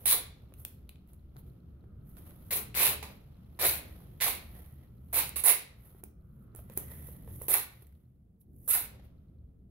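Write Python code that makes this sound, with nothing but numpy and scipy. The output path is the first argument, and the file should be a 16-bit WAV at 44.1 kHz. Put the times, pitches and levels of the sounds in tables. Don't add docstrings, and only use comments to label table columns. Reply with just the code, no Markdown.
import sys
import numpy as np
from scipy import signal
from scipy.fft import rfft, irfft
from scipy.io import wavfile
from scipy.ndimage import uniform_filter1d

SR = 44100
rng = np.random.default_rng(int(sys.argv[2]) if len(sys.argv) > 2 else 0)


def generate_wav(signal):
    frames = np.transpose(np.atleast_2d(signal))
    scaled = np.clip(frames, -1, 1) * 32767
    pcm = np.round(scaled).astype(np.int16)
    wavfile.write(sys.argv[1], SR, pcm)


N = 427769


def gain_of(db):
    return 10 ** (np.asarray(db) / 20)


def evened(x):
    return x / np.sqrt(np.mean(x ** 2) + 1e-20)


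def read(points, hz):
    f, value = np.transpose(points)
    return np.interp(np.log(hz + 1), np.log(f + 1), value)


def impulse_of(points):
    hz = abs(np.fft.fftfreq(4096, 1 / SR))
    log_gain = np.log(gain_of(np.maximum(read(points, hz), -70)))
    h = np.fft.ifft(np.exp(np.conj(signal.hilbert(log_gain)))).real[:2048]
    return h / np.linalg.norm(h)


def coloured(x, points):
    return signal.oaconvolve(x, impulse_of(points)[None], axes=1)[:, :N]


def curves(rows):
    s, *columns = np.transpose(rows)
    return [np.interp(np.arange(N) / SR, s, c) for c in columns]


def sides(db):
    return gain_of([db / 2, -db / 2])


def snaps(per_s, spread_db, same):
    size_db = spread_db * np.minimum(rng.exponential(1, (2, N)), 4)
    size = gain_of(size_db) * (rng.random((2, N)) < per_s / SR)
    a, b = size * rng.choice([-1., 1.], (2, N))
    same = np.clip(same, -1, 1)
    right = same * np.roll(a, -4) + np.sqrt(1 - same ** 2) * b
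    return evened(np.array([a, right]))


def lumps(seconds):
    width = int(seconds * SR)
    return evened(uniform_filter1d(uniform_filter1d(rng.standard_normal(N), width), width))


def band(x, hz, width_hz):
    return signal.lfilter(*signal.iirpeak(hz, hz / width_hz, SR), x)


def resonate(x, hz, width_hz):
    turn = np.exp(2j * np.pi * np.cumsum(hz) / SR)
    r = np.exp(-np.pi * width_hz / SR)
    return 2 * (turn * signal.lfilter([1 - r], [1, -r], x / turn)).real


# f/Hz, relative level/dB
HISS_SPECTRUM = [(400, -30), (700, 0.5), (1700, -10.5), (6000, -22), (11000, -12.5), (16000, -11.5)]
HISS_DB = -88.5


def hiss():
    return gain_of(HISS_DB) * coloured(rng.standard_normal((2, N)), HISS_SPECTRUM)


# t/s, level/dB
RUMBLE_LEVEL = [(0.0, -59), (0.02, -51), (1.24, -54), (1.46, -48.5), (1.56, -52), (2.94, -47), (3.4, -53.5),
                (3.75, -47), (4.0, -50), (4.62, -49.5), (4.67, -54.5), (5.37, -49), (5.51, -58),
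                (7.35, -45), (7.67, -58), (8.45, -59.5), (8.48, -51.5), (9.7, -54.5)]
# f/Hz, relative level/dB
HOUSE_SPECTRUM = [(25, -16), (40, -14), (54, -3), (65, -2.5), (76, 1.5), (92, -11), (112, -4.5), (134, -5),
                  (150, -10.5), (200, -11.5), (237, -16.5), (400, -24.5), (700, -38), (1170, -72.5)]
# f/Hz, correlation/1
HOUSE_LIKENESS = [(60, 0.99), (125, 0.97), (250, 0.88), (500, 0.26), (1000, .3)]


def rumble():
    frames, hz = N // 2048 + 5, np.fft.rfftfreq(8192, 1 / SR)
    a, b, c, d, patches = rng.standard_normal((frames, 4097, 5)).T
    patches = evened(uniform_filter1d(uniform_filter1d(patches, 4, 0), 2, 1))
    same = np.clip(read(HOUSE_LIKENESS, hz), -1, 1)[:, None]
    left = a + 1j * b
    right = same * left + np.sqrt(1 - same ** 2) * (c + 1j * d)
    shape = gain_of(read(HOUSE_SPECTRUM, hz)[:, None] + 2.6 * patches) * (hz < 2500)[:, None]
    noise = signal.istft(np.array([left, right]) * shape, nperseg=8192, noverlap=6144)[1][:, :N]
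    return gain_of(curves(RUMBLE_LEVEL)[0]) * evened(noise)


# t/s, level/dB, faint band near 1.3 kHz re level/dB
BED_COURSE = [(0, -71, -1), (.5, -73.5, 2), (1.1, -80, 2), (1.5, -76.5, 4), (1.95, -83, 16.5),
              (2.4, -71.5, 4.5), (3.4, -73, 1.5), (4.1, -82, 5), (4.8, -76.5, 4.5), (5.1, -81, 9),
              (5.9, -77, 9), (6.15, -91.5, 20), (6.5, -83, 21), (7.2, -71, -6), (7.85, -80, -1),
              (8.25, -100, 6), (8.6, -99, 3), (9.2, -85, 9), (9.6, -93.5, 6)]
BEACON_PERIOD_S, FIRST_BEACON_S, BEACON_HZ = .1024, .0674, 4100
BEACON_DB, BEACON_FOLLOW = -73, 0.88


def beacon():
    clicks, t = np.zeros(N), np.arange(200) / SR
    clicks[np.round(np.arange(FIRST_BEACON_S, N / SR, BEACON_PERIOD_S) * SR).astype(int)] = 1
    blip = np.sin(2 * np.pi * BEACON_HZ * t) * np.exp(-.5 * ((t - .0006) / 0.001) ** 2)
    bed_db = curves(BED_COURSE)[0]
    level_db = BEACON_DB + BEACON_FOLLOW * (bed_db + 75) + 2.5 * rng.standard_normal(N)
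    return signal.oaconvolve(clicks * gain_of(level_db), blip)[:N]


# peak t/s, bright level/dB, swell/s, fade/s, dull re bright/dB, rub tone re dull/dB
RUSTLE_SWELLS = [(.04, -59, .3, 0.09, -6, -10), (.3, -77, .1, 0.16, -1.5, 4),
                 (.601, -57, 0.055, 0.12, -14.5, -5), (.68, -60, .04, 0.16, -32, -1),
                 (.91, -74, .03, 0.12, 3, -5), (1.09, -71, 0.029, .2, -3, -7),
                 (1.136, -73, .03, 0.072, -6.5, -3), (1.39, -63, 0.052, 0.078, -6.5, -12),
                 (1.481, -73.5, 0.11, 0.16, -3.5, -10), (2.099, -65, .1, 0.24, -12, -1.5),
                 (2.18, -57, .04, 0.1, -3, -1), (2.276, -60.5, 0.16, 0.25, -4.5, -10),
                 (2.49, -65, .4, 0.09, -9, -3), (3.09, -64, 0.059, 0.23, 4.5, -11.5),
                 (3.58, -74, 0.25, .1, -2, -3), (3.85, -64, 0.12, 0.9, 2.5, -4),
                 (4.0, -74, 0.29, 0.082, -11, -5), (4.195, -78, .15, 0.069, -1.5, -5),
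                 (4.42, -63.5, 0.13, 0.21, 3, 5), (4.58, -60.5, .4, 0.38, -2, 5.5),
                 (4.834, -81, .2, 0.15, 7, 10), (5.12, -70.5, 0.31, .1, -6.5, 1.5),
                 (5.701, -79.5, .1, 0.26, 9.5, 11.5), (5.868, -63.5, 0.18, 0.25, -7.5, 3.5),
                 (6.0, -68.5, 0.16, 0.033, -3, 5), (6.07, -71, 0.053, 0.054, -1, 1.5),
                 (6.43, -78, 0.54, 0.14, -16, 1), (6.57, -55, 0.028, 0.14, -8, -6),
                 (6.73, -60.5, 0.11, 0.041, -4, 10), (6.778, -43.5, 0.032, .15, -8.5, -8),
                 (6.918, -53, 0.21, 0.49, -8.5, 13), (7.085, -54.5, 0.28, 0.18, -12, -5),
                 (7.17, -67, 0.27, 0.063, -16, 2), (7.29, -60.5, 0.066, 0.23, -5.5, 7),
                 (7.36, -56.5, 0.23, 0.17, -19.5, -1), (7.43, -49.5, 0.088, 0.2, -13, 1),
                 (7.72, -66, .1, .4, -4, 4), (7.827, -62, 0.029, 0.028, -4, -6.5),
                 (8.412, -65, 0.021, 0.043, -25, -3), (8.586, -74.5, 0.15, .1, -21.5, -1.5),
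                 (8.67, -57.5, 0.14, .05, -18.5, 2), (8.95, -78, 0.26, 0.32, 14.5, -8),
                 (9.05, -73, 0.063, .07, -4, -3)]
# f/Hz, relative level/dB
CLOTH_BRIGHT_SPECTRUM = [(3530, -46.5), (6000, -20.5), (8740, -23), (9600, -7), (12300, -0.5),
                         (15600, -5.5), (16300, -19.5), (16500, -57)]
# f/Hz, relative level/dB
CLOTH_DULL_SPECTRUM = [(290, -24), (500, -3), (925, -12), (1560, -19), (1900, -20), (2950, -20),
                       (3240, -18.5), (8000, -37), (10400, -53.5), (17600, -120)]
SWELL_SPAN_DB = 27.5
RUB_HZ, BED_HZ, BED_BRIGHT_DB = 1920, 1310, -8.5
CONTROL_STEP = 32


def rustle():
    t = np.arange(0, N, CONTROL_STEP) / SR
    bed_db, band_db = curves(BED_COURSE)
    power = np.zeros((3, len(t)))
    for s, db, swell_s, fade_s, dull_db, rub_db in RUSTLE_SWELLS:
        away = np.maximum((s - t) / max(swell_s, .005), (t - s) / max(fade_s, .005))
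        shape_db = db - SWELL_SPAN_DB * away
        power += gain_of(2 * (shape_db + np.cumsum([0, dull_db, rub_db])[:, None]))
    power = np.repeat(power, CONTROL_STEP, axis=1)[:, :N]
    power[:2] += gain_of(2 * (bed_db + np.array([[BED_BRIGHT_DB], [0]])))
    bright, dull, rub = np.sqrt(power) * gain_of(1.5 * lumps(0.0038))
    pan_db = -2.5 + 0.15 * curves([(row[0], row[-1]) for row in TAPE_RIPS])[0]
    bright_grains = snaps(7000, 3.0, 0.071) + 0.1 * snaps(120, 4.0, .1)
    bright = coloured(bright * sides(pan_db) * bright_grains, CLOTH_BRIGHT_SPECTRUM)
    grains = coloured(snaps(7000, 1.5, .3), CLOTH_DULL_SPECTRUM)
    rub_tone = rub * band(grains, RUB_HZ, 240)
    bed_tone = gain_of(bed_db + band_db) * band(grains, BED_HZ, 190)
    return bright + gain_of(-7) * band(bright, 13000, 1300) + dull * grains + rub_tone + bed_tone


# f/Hz, t60/s
ROOM_T60 = [(250, 0.61), (660, 0.33), (1740, 0.43), (4590, 0.41), (12100, 0.22)]


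def room(x):
    taps = np.zeros((3, 2, SR))
    at = np.arange(200, SR - 20, 20) + rng.integers(0, 20, (3, 2, (SR - 201) // 20))
    np.put_along_axis(taps, at, rng.choice([-1., 1.], at.shape), 2)
    hz, t, z = signal.stft(taps, SR, nperseg=256)
    tails = signal.istft(z * gain_of(-60 * t / read(ROOM_T60, hz)[:, None]), SR, nperseg=256)[1]
    phase = np.arange(N) * 23 / SR + np.arange(3)[:, None] / 3
    turn = np.sqrt(2 / 3) * np.cos(2 * np.pi * phase)
    wet = signal.fftconvolve((x.mean(0) * turn)[:, None], tails / np.linalg.norm(tails[0, 0]), axes=2)
    return wet.sum(0)[:, :N]


# t/s, level/dB, f/Hz
CORE_KNOCKS = [(0.523, -52, 600), (0.648, -72, 630), (1.361, -48, 384), (1.841, -52.5, 382),
               (2.316, -56, 549), (3.027, -39, 850), (3.59, -38, 1024), (4.578, -54.5, 406),
               (5.949, -49.5, 376), (6.036, -41.5, 387), (6.549, -43.5, 385), (6.591, -46.5, 666),
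               (6.699, -43.5, 517), (6.774, -31.5, 390), (7.087, -45, 500), (7.277, -41, 468),
               (7.416, -36.5, 526), (7.484, -32.5, 450), (7.823, -52, 378)]
KNOCK_T60_S = 0.022


def knocks():
    out, t = np.zeros(N + 6000), np.arange(6000) / SR
    dying = gain_of(-60 * t / KNOCK_T60_S)
    for s, db, hz in CORE_KNOCKS:
        at, turn = round(s * SR), 2 * np.pi * hz * t
        overtones = (.5 * np.sin(1.85 * turn) + 0.13 * np.sin(3.7 * turn)) * dying
        out[at:at + 6000] += gain_of(db) * dying * (np.sin(turn) + overtones)
    return np.array([out[:N], out[:N]])


# t/s, level/dB, dull part re level/dB, dull f/Hz, left-right/dB
GLUE_TICKS = [(0.056, -28, -11, 2480, -4), (0.539, -36.5, -18.5, 2560, -1), (0.6502, -15.5, -21, 2660, 1.5),
              (0.8927, -30, -16.5, 2560, 3), (0.958, -64.5, 3.5, 2600, 5), (1.075, -53, -23, 1360, -13),
              (1.134, -45, -28, 1370, -14), (1.3662, -46.5, -4, 1190, 0.5), (2.169, -48.5, -4, 1270, -10),
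              (2.308, -44, -12.5, 1350, -9), (2.511, -38, -28, 2090, 1.5), (2.744, -33, -8, 2130, 9),
              (3.0295, -33, -17, 2300, -24), (3.606, -26, -13, 2050, 1.5), (4.203, -35, -1, 2120, -10),
              (5.2926, -18, -28, 2150, -7), (6.038, -23, -32.5, 2390, -9), (6.55, -42.5, -23.5, 1266, -27),
              (6.561, -31, -33, 1304, -7), (6.699, -36, -17, 1930, -5), (6.737, -38, -31, 1340, -13),
              (6.769, -42, -22, 1730, -9), (6.7753, -5.5, -37.5, 1910, -3), (7.365, -39, -34, 1260, -4),
              (7.419, -20.5, -37, 1200, -9), (7.483, -15.5, -22.5, 1910, 3), (7.823, -44, -29, 1980, -13),
              (7.848, -54.5, -17, 3330, -5), (7.869, -42, -25, 1830, -7), (7.925, -58, -11.5, 1810, -6),
              (7.952, -64, -14, 3000, -5), (8.415, -56, -22, 3160, -1), (8.533, -57.5, -27, 1346, -6.5),
              (8.5635, -52, -33.5, 1234, -9), (8.678, -16, -35.5, 1450, -6)]
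# f/Hz, relative level/dB
FIZZ_SPECTRUM = [(2940, -45.5), (5000, -25), (7880, -12), (8930, -9), (9960, 0), (12300, 0), (15900, -0.5),
                 (16300, -21.5), (16500, -47.5)]
# f/Hz, relative level/dB
FLAP_SPECTRUM = [(530, -27), (900, -11), (1070, -7), (1400, -8.5), (2220, 0.5), (3120, -4.5), (3960, 1.5),
                 (5110, -7), (8000, -9), (10400, -38.5), (17600, -120)]
# f/Hz, relative level/dB
THRUM_SPECTRUM = [(150, -48), (250, -12), (378, -1), (521, 0.5), (588, -2.5), (658, -0.5), (1060, -2.5),
                  (1400, -8), (1500, -5), (1950, -33.5), (3300, -120)]
TICK_DECAY_S = 0.00084


def ticks():
    snap, dull, t = np.zeros((2, N + 900)), np.zeros((2, N + 900)), np.arange(900) / SR
    crackle = rng.standard_normal((len(GLUE_TICKS), 2, 900))
    for (s, db, dull_db, hz, pan_db), noise in zip(GLUE_TICKS, crackle):
        burst = noise * (np.exp(-t / TICK_DECAY_S) + 0.085 * np.exp(-t / 0.01))
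        burst = gain_of(db) * burst / np.linalg.norm(burst, axis=1)[:, None] * sides(pan_db)[:, None]
        at = slice(round(s * SR), round(s * SR) + 900)
        snap[:, at] += burst
        paper = gain_of(11) * band(burst, hz, 350) + gain_of(5) * band(burst, 1.2 * hz, 450)
        dull[:, at] += gain_of(dull_db) * (burst + paper)
    bright = gain_of(2.5) * coloured(snap, FIZZ_SPECTRUM)
    return bright + gain_of(8.5) * coloured(dull, FLAP_SPECTRUM) + gain_of(5.5) * coloured(dull, THRUM_SPECTRUM)


# start t/s, end t/s, first f/Hz, last f/Hz, level/dB
SLIP_GLIDES = [(.118, 0.152, 1421, 327, -47), (3.65, 3.67, 1227, 295, -43), (4.258, 4.274, 930, 455, -42.5),
               (5.472, 5.522, 828.4, 379.3, -45), (7.539, 7.556, 1353, 628, -39.5),
               (8.708, 8.737, 1252, 1493, -52.5), (8.734, 8.77, 1354, 609, -48.5)]


def zips():
    out, flutter = np.zeros(N), gain_of(1.7 * lumps(0.0022))
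    for start, end, first_hz, last_hz, db in SLIP_GLIDES:
        hz = np.geomspace(first_hz, last_hz, round((end - start) * SR))
        turn = 2 * np.pi * np.cumsum(hz) / SR
        tone = (np.sin(turn) + 0.85 * np.sin(2 * turn)) * signal.windows.tukey(len(turn), .3)
        out[round(start * SR):][:len(tone)] += gain_of(db) * np.sqrt(2) * tone
    return flutter * out * sides(-1.7)[:, None]


SPENT_DB = 28.5
# low ring/dB, then ratios of low pitch, high pitch, fizz centre
AT_JERK, AT_HALT = (9.8, 1.4, 0.8, 1.01), (5.1, 0.52, 1.1, 1.1)
FLAP_AT_HALT_DB = 3.5
FLAP_LAG = 0.42


def pull(start, rise, hold, top_db, first_db, bend_up, fall_db_s, first_flap_db, flap_db, low_db,
         low_hz, high_hz, fizz_hz, focus_db, pan_db, until):
    climb = np.linspace(0, 1, num=6)
    fall = min(SPENT_DB / fall_db_s, until - start - rise - hold)
    s = start + np.r_[rise * climb, rise + hold, rise + hold + fall]
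    force_db = top_db + np.r_[first_db * (1 - climb) ** bend_up, 0, -fall * fall_db_s]
    bend = [np.interp(s, s[[0, -3, -2, -1]], [jerk, top, top, halt])
            for jerk, halt, top in zip(AT_JERK, AT_HALT, (0, 1, 1, 1))]
    late_flap_db = first_flap_db + FLAP_LAG * (flap_db - first_flap_db)
    flap_course_db = np.interp(s, s[[0, 3, -2, -1]],
                               [first_flap_db, late_flap_db, flap_db, flap_db + FLAP_AT_HALT_DB])
    return np.transpose([s, force_db, flap_course_db, low_hz * bend[1], low_db + bend[0],
                         high_hz * bend[2], fizz_hz * bend[3], focus_db + 0 * s, pan_db + 0 * s])


# start t/s, rise/s, hold/s, top force/dB, first force re top/dB, climb bend/1 (>1 = quick at first),
# fall/(dB/s), flap re force at start/dB, same at hold end/dB, low ring re force at top/dB,
# low tape f/Hz at top, high tape f/Hz at top, fizz centre f/Hz at top, fizz emphasis/dB, left-right/dB
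TAPE_RIPS = [(0.055, 0.048, 0.027, -23.5, -3, 1, 330, -11.5, -9, -21, 880, 3380, 10630, -7.5, -1.5),
             (2.5061, .025, .04, -30.5, -7, 1.5, 330, -4.5, -13.5, -12, 430, 2450, 12400, -6, 2),
             (2.747, .09, .03, -23.5, -15, 2.2, 259, -5, -8.5, -12, 894, 2570, 12400, -9, -0.5),
             (3.0255, 0.0085, 0.011, -54, 0.5, 2.1, 260, 13, 2.5, 5, 897, 2370, 11300, -6, -3),
             (3.59, .074, .01, -24.5, -17.5, 1.9, 195, -5, -9, -14, 923, 2230, 12400, -6, 1),
             (4.206, .048, .025, -30, -7, 2.2, 228, 0, -7.5, -16, 700, 2260, 11900, -5.5, -6.5),
             (5.127, .028, .04, -28, -8.5, 2.27, 254.4, -15, -6.5, -15, 886, 2400, 12000, -6.5, -5.5),
             (5.3586, .003, .008, -30.5, -0.5, 1.5, 300, -6.5, -11, -13, 1030, 2350, 10580, -8, -11),
             (5.437, 0.039, 0.02, -20.5, -6, .7, 340, -19.5, -9.5, -21, 699, 2170, 10410, -8.5, -10),
             (7.482, 0.034, 0.035, -28, -3, 0.99, 260, -17, -10, -14.5, 1050, 2060, 12360, 1, -8.5),
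             (8.676, .03, .04, -27.5, -12.5, 2.9, 206, -23, -11, -17.5, 1000, 2220, 11900, 0.5, -5)]
WANDER_DB = 6


def rips():
    ends = [row[0] for row in TAPE_RIPS[1:]] + [N / SR]
    pulls = [pull(*row, until - .001) for row, until in zip(TAPE_RIPS, ends)]
    controls = curves(np.concatenate(pulls))
    force_db, flap_db, low_hz, low_db, high_hz, fizz_hz, focus_db, pan_db = controls
    pan_db = pan_db + WANDER_DB * np.tanh(lumps(.012))
    t, moving = np.arange(N) / SR, np.zeros(N)
    for rows in pulls:
        start, halt = rows[0][0], rows[-1][0]
        moving += np.interp(t, [start, start + 0.0015, halt - .03, halt], [0, 1, 1, 0])
    uneven_db = 2.2 * np.tanh(lumps(0.0014)) + 1.2 * np.tanh(lumps(0.0046))
    force = moving * gain_of(force_db + uneven_db)

    fizz = coloured(force * sides(pan_db) * snaps(9000, 1.9, .3), FIZZ_SPECTRUM)
    fizz = gain_of(-2.0) * fizz + gain_of(focus_db) * resonate(fizz, fizz_hz, 800)

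    shake = force * sides(0.42 * pan_db) * gain_of(flap_db + 0.89 * lumps(0.013)) * snaps(4000, 1.2, 0.49)
    high_ring = resonate(resonate(shake, high_hz, 820), high_hz, 820)
    flap = gain_of(-2.5) * coloured(shake, FLAP_SPECTRUM) + gain_of(2.5) * high_ring

    pluck = force * gain_of(low_db + 4.0 * lumps(0.018)) * snaps(1500, 1.9, 1.0)
    low_ring = resonate(resonate(pluck, low_hz, 200), low_hz, 200)
    return fizz + flap + gain_of(-7) * coloured(pluck, THRUM_SPECTRUM) + gain_of(8.5) * low_ring


def scene():
    tape, tick = rips() + zips(), ticks() + knocks()
    wet = room(gain_of(-2.5) * tape + gain_of(-6.5) * tick)
    return tape + tick + wet + rustle() + rumble() + hiss() + beacon()


# f/Hz, left-right/dB
PORT_BALANCE = [(250, 0), (700, -1.5), (1400, -3), (3100, 1.5), (6000, 6), (8500, -4.5), (10500, -9),
                (12500, 1), (15500, 4)]
EDGE_HZ = 15790


def record(dry):
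    hz = np.fft.rfftfreq(N, 1 / SR)
    ported = irfft(rfft(dry) * sides(read(PORT_BALANCE, hz)), N)
    edge = signal.firwin(1023, EDGE_HZ, window=("kaiser", 6), fs=SR)
    return signal.oaconvolve(ported, edge[None], "same")


dry = scene()
out = record(dry)
generate_wav(out)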